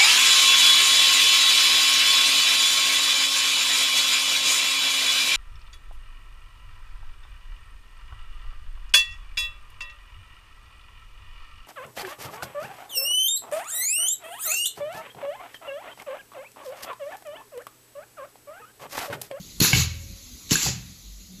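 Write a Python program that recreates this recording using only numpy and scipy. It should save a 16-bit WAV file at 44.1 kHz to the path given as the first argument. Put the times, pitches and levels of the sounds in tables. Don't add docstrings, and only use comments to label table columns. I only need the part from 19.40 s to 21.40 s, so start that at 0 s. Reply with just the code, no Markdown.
import sys
import numpy as np
from scipy import signal
from scipy.fft import rfft, irfft, next_fast_len
from scipy.io import wavfile
from scipy.ndimage import uniform_filter1d

SR = 44100
rng = np.random.default_rng(int(sys.argv[2]) if len(sys.argv) > 2 else 0)


def inscribe(sig):
    pcm = np.round(np.clip(np.atleast_2d(sig).T, -1, 1) * 32767)
    wavfile.write(sys.argv[1], SR, pcm.astype(np.int16))


N = 88200
TIME = np.arange(N) / SR

# (per Hz, relative)
LEAK_SPECTRUM = [(400, -8), (900, -16), (1120, -12.5), (1720, -17), (1960, -9), (2970, -9), (4140, 0),
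                 (5300, -6), (6600, 1.5), (7900, -9.5), (9850, -9), (13800, -8), (14200, -45)]
# time_s, level_db
LEAK_LEVEL = [(0, -46.5), (.7, -47.5), (1.05, -46), (1.5, -49), (2, -50.5)]
# (per Hz, relative)
RUMBLE_SPECTRUM = [(15, -37), (25, -6.5), (54, 0), (135, -13.5), (184, -7.5), (256, -13.5), (281, -17),
                   (367, -21), (600, -53), (780, -108)]
# time_s, level_db
RUMBLE_LEVEL = [(0, -42), (.2, -48.5), (.7, -47.5), (.9, -52), (1.0, -47), (1.3, -44.5), (1.5, -49.5),
                (1.75, -57), (1.93, -48), (2, -43.5)]
# middle_s, length_s, pitch_hz, level_db
HUMS = [(.005, 0.022, 172, -35), (0.622, 0.42, 547.5, -61), (0.897, 0.12, 247.3, -53),
        (1.737, 0.21, 48.04, -40.5), (1.826, 0.047, 189.6, -52.5), (1.932, 0.086, 184.7, -43)]

# time_s, level_db, treble_db and low_db (both relative to the body)
EXHAUST_STROKES = [
    [(.2005, -43, -8, -19), (.2025, -23.5, 3, -2), (.212, -24.5, -11, -22), (.222, -17.5, -7, -14.5),
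     (.26, -21, -4, -11.5), (.32, -25.5, -10.5, -11.5), (.36, -22, -12.5, -7.5), (.41, -22.5, -9, -20),
     (.45, -32.5, -8, -9.5), (.48, -41, -18, -15), (.56, -55, -30, -1)],
    [(1.092, -41, -13, -12), (1.1075, -34, -17, -31), (1.1115, -22, -19, -5), (1.13, -18.5, -8, -19),
     (1.155, -28, -7.5, -49), (1.186, -27.5, -12, -39), (1.235, -23.5, -11, -23.5),
     (1.285, -26, -13.5, -2.5), (1.34, -39.5, -16, -26), (1.40, -54, -20, -11), (1.46, -59, -12, -12)],
]
# (per Hz, relative)
JET_SPECTRUM = [(500, -30), (858, -11), (1850, -9), (2500, -2.5), (3040, -5), (4190, 0), (5220, -2.5),
                (7030, 3), (7800, -8), (10100, -18), (17200, -120)]
# (per Hz, relative)
JET_TREBLE_SPECTRUM = [(9000, -9), (10300, 6.5), (11300, -0.5), (12900, 7), (13900, -3.5), (14300, -36)]
# (per Hz, relative)
JET_LOW_SPECTRUM = [(60, 9), (150, 4.5), (250, 4), (450, -2), (900, -24.5), (1900, -3), (2500, -24)]
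# pitch_hz, half_width_hz, down_stroke_db, back_stroke_db (relative)
PORT_WHISTLES = [(2640, 130, 4, -8), (4240, 470, 6, -2.5), (6770, 220, -1, -6), (7270, 390, -15, 5)]
WHISTLE_DB = -5

# click_s, click_db, click_hz, click_rise_s, crack_db, puff_s, puff_db
VALVE_SWITCHES = [(0.2036, 2.5, 4260, 0.0018, -5.5, .2135, -6),
                  (1.1085, -13.5, 2966, 0.00085, -10.5, 1.1162, -8)]
# pitch_hz, level_db (relative), fade_s (time to fall 60 dB)
PUFF_TONES = [(134.5, -11.5, 0.11), (161.4, -8.5, 0.13), (202.5, 4.5, 0.031), (281, -3, 0.035),
              (359.7, -23.5, 0.2), (463.7, -25.5, 0.19)]
CLICK_FADE_S, CRACK_HALF_WIDTH_HZ = 0.012, 9900
PUFF_RISE_S, PUFF_CUT_HZ = 0.0023, 52

# pitch_hz, fade_s (time to fall 60 dB)
ROOM_FADE = [(100, 0.18), (500, 0.38), (2000, 0.62), (5000, 0.36), (12000, 0.04)]
ROOM_AIR_DB, ROOM_STEEL_DB = -13, -14

# start_s, level_db, best_hz (pitch excited most), spread_octaves
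STEEL_KNOCKS = [(0.246, -19.5, 1430, 0.61), (.3302, -14.5, 2070, 1.17), (.348, -19.5, 2900, 0.79),
                (1.1545, -13.5, 1660, 0.16), (1.1552, -14, 7050, .3), (1.156, -15.5, 2580, 0.085),
                (1.2625, -20, 950, 0.31)]
# pitch_hz, level_db (relative), fade_s (time to fall 60 dB)
DIE_TONES = [(769, -7.5, 0.14), (855, 4.5, 0.017), (1027, -5.5, 0.042), (1525, -6.5, 0.039),
             (1641, -3, 0.042), (2220, 7, 0.04), (2657, -12, 0.17), (2790, -5.5, 0.065), (2940, 0, 0.039),
             (3125, -9, 0.085), (6980, 10, 0.016)]
STEEL_RISE_S, STEEL_SCATTER_S = 0.0011, 0.00053

# start_s, level_db, best_hz (pitch excited most), spread_octaves
PISTON_STOPS = [(.3305, -9.5, 115, 0.78), (.376, -15.5, 109, 0.6), (1.263, -20, 143, 0.65),
                (1.277, -31, 127, 0.55), (1.325, -22.5, 177, 0.29), (1.44, -41, 185, 0.52)]
# pitch_hz, level_db (relative), fade_s (time to fall 60 dB)
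BENCH_TONES = [(49.8, -10, 1), (82.2, -8, 0.86), (103.5, -15, 0.83), (123.5, -3.5, 0.5), (138.6, -2, 0.22),
               (151.3, -9.5, 0.27), (166.5, -15, 0.71), (192, -19.5, 0.59), (293, -2.5, 0.13)]
BENCH_RISE_S = 0.0062

# low_edge_hz, high_edge_hz
SILENT_BAND = (8000, 9500)
TOP_HZ, LOW_CUT_HZ = 15100, 11.5


def amp(db):
    return 10 ** (np.asarray(db) / 20)


def unit(x):
    return x / np.sqrt(np.mean(x ** 2) + 1e-20)


def along(points, hz):
    point_hz, values = np.transpose(points)
    return np.interp(np.log(hz + 1), np.log(point_hz + 1), values)


def curves(rows, outside=None):
    times, *columns = np.transpose(rows)
    return [np.interp(TIME, times, column, outside, outside) for column in columns]


def filtered(x, response):
    size = next_fast_len(N + SR // 2)
    hz = np.fft.rfftfreq(size, 1 / SR)
    return irfft(rfft(x, size) * response(hz), size)[:N]


def shape(points):
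    return lambda hz: amp(along(points, hz)) * (hz >= points[0][0]) * (hz <= points[-1][0])


def rush(gain, patchy_db):
    grid = signal.stft(rng.standard_normal(N + 512), nperseg=512)[2]
    patches = uniform_filter1d(rng.standard_normal(grid.shape), size=5, axis=0)
    patches = uniform_filter1d(patches, size=6, axis=1)
    noise = signal.istft(grid * amp(patchy_db * unit(patches)), nperseg=512)[1][:N]
    return unit(filtered(noise, gain))


def soft_start(t, rise_s):
    return 1 - np.exp(-(t / rise_s) ** 2)


def ring(start_s, tones, rise_s):
    t = np.maximum(TIME - start_s, 0)
    tone_sum = sum(amp(db - 60 * t / fade_s) * np.sin(2 * np.pi * hz * t) for hz, db, fade_s in tones)
    return soft_start(t, rise_s) * tone_sum


def struck(blows, tones, rise_s, scatter_s):
    out = np.zeros(N)
    for blow_s, blow_db, best_hz, spread_octaves in blows:
        for hz, tone_db, fade_s in tones:
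            distance = np.log2(hz / best_hz) / spread_octaves
            level_db = blow_db + tone_db - 6 * distance ** 2
            start_s = blow_s + scatter_s * rng.random()
            out += ring(start_s, [(hz, level_db, fade_s)], rise_s)
    return out


def background():
    leak = amp(curves(LEAK_LEVEL)[0]) * rush(shape(LEAK_SPECTRUM), patchy_db=2.0)
    rumble = amp(curves(RUMBLE_LEVEL)[0]) * rush(shape(RUMBLE_SPECTRUM), patchy_db=3)
    hums = np.zeros(N)
    for middle_s, length_s, hz, db in HUMS:
        swell = np.exp(-(2 * (TIME - middle_s) / length_s) ** 4)
        hums += amp(db) * swell * np.sin(2 * np.pi * hz * TIME)
    return leak + rumble + hums


def exhaust():
    hiss = rush(shape(JET_SPECTRUM), patchy_db=2.5)
    treble = rush(shape(JET_TREBLE_SPECTRUM), patchy_db=3.0)
    low = rush(shape(JET_LOW_SPECTRUM), patchy_db=4.5)
    out = np.zeros(N)
    for way, stroke in enumerate(EXHAUST_STROKES):

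        def ports(f):
            return sum(amp(db[way]) / (1 + ((f - hz) / half_width) ** 2)
                       for hz, half_width, *db in PORT_WHISTLES)

        body = unit(hiss + amp(WHISTLE_DB) * rush(ports, patchy_db=0))
        level_db = curves(stroke, outside=-150)[0]
        treble_db, low_db = curves(stroke)[1:]
        out += amp(level_db) * (body + amp(treble_db) * treble + amp(low_db) * low)
    return out


def valve():
    out = np.zeros(N)
    for click_s, click_db, click_hz, rise_s, crack_db, puff_s, puff_db in VALVE_SWITCHES:
        t = np.maximum(TIME - click_s, 0)

        def crack_gain(f):
            in_band = (f > 2400) * (f < 14200)
            return in_band / (1 + ((f - click_hz) / CRACK_HALF_WIDTH_HZ) ** 2)

        crack = unit(filtered(rng.standard_normal(N), crack_gain))
        snap = amp(click_db) * np.sin(2 * np.pi * click_hz * t) + amp(crack_db) * crack
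        out += amp(-60 * t / CLICK_FADE_S) * soft_start(t, rise_s) * snap

        thump = ring(puff_s, PUFF_TONES, PUFF_RISE_S)
        out += amp(puff_db) * filtered(thump, lambda f: (1j * f / (PUFF_CUT_HZ + 1j * f)) ** 2)
    return out


def room(x):
    hz, t, grid = signal.stft(rng.standard_normal(SR), SR, nperseg=256)
    fade_s = along(ROOM_FADE, hz)[:, None]
    tail = signal.istft(grid * amp(-60 * t / fade_s), SR, nperseg=256)[1]
    delayed = np.pad(x, (300, 0))
    return signal.fftconvolve(delayed, tail / np.linalg.norm(tail))[:N]


def die():
    return struck(STEEL_KNOCKS, DIE_TONES, STEEL_RISE_S, STEEL_SCATTER_S)


def bench():
    return struck(PISTON_STOPS, BENCH_TONES, BENCH_RISE_S, scatter_s=0)


def scene():
    air = exhaust() + valve()
    steel = die()
    echo = room(amp(ROOM_AIR_DB) * air + amp(ROOM_STEEL_DB) * steel)
    return (background() + air + echo + steel + bench())[None]


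def record(dry):
    def response(hz):
        outside_band = (hz < SILENT_BAND[0]) | (hz > SILENT_BAND[1])
        bass_cut = hz ** 2 / (hz ** 2 + LOW_CUT_HZ ** 2)
        return (hz < TOP_HZ) * outside_band * bass_cut

    return filtered(dry[0], response)[None]


dry = scene()
out = record(dry)
inscribe(out)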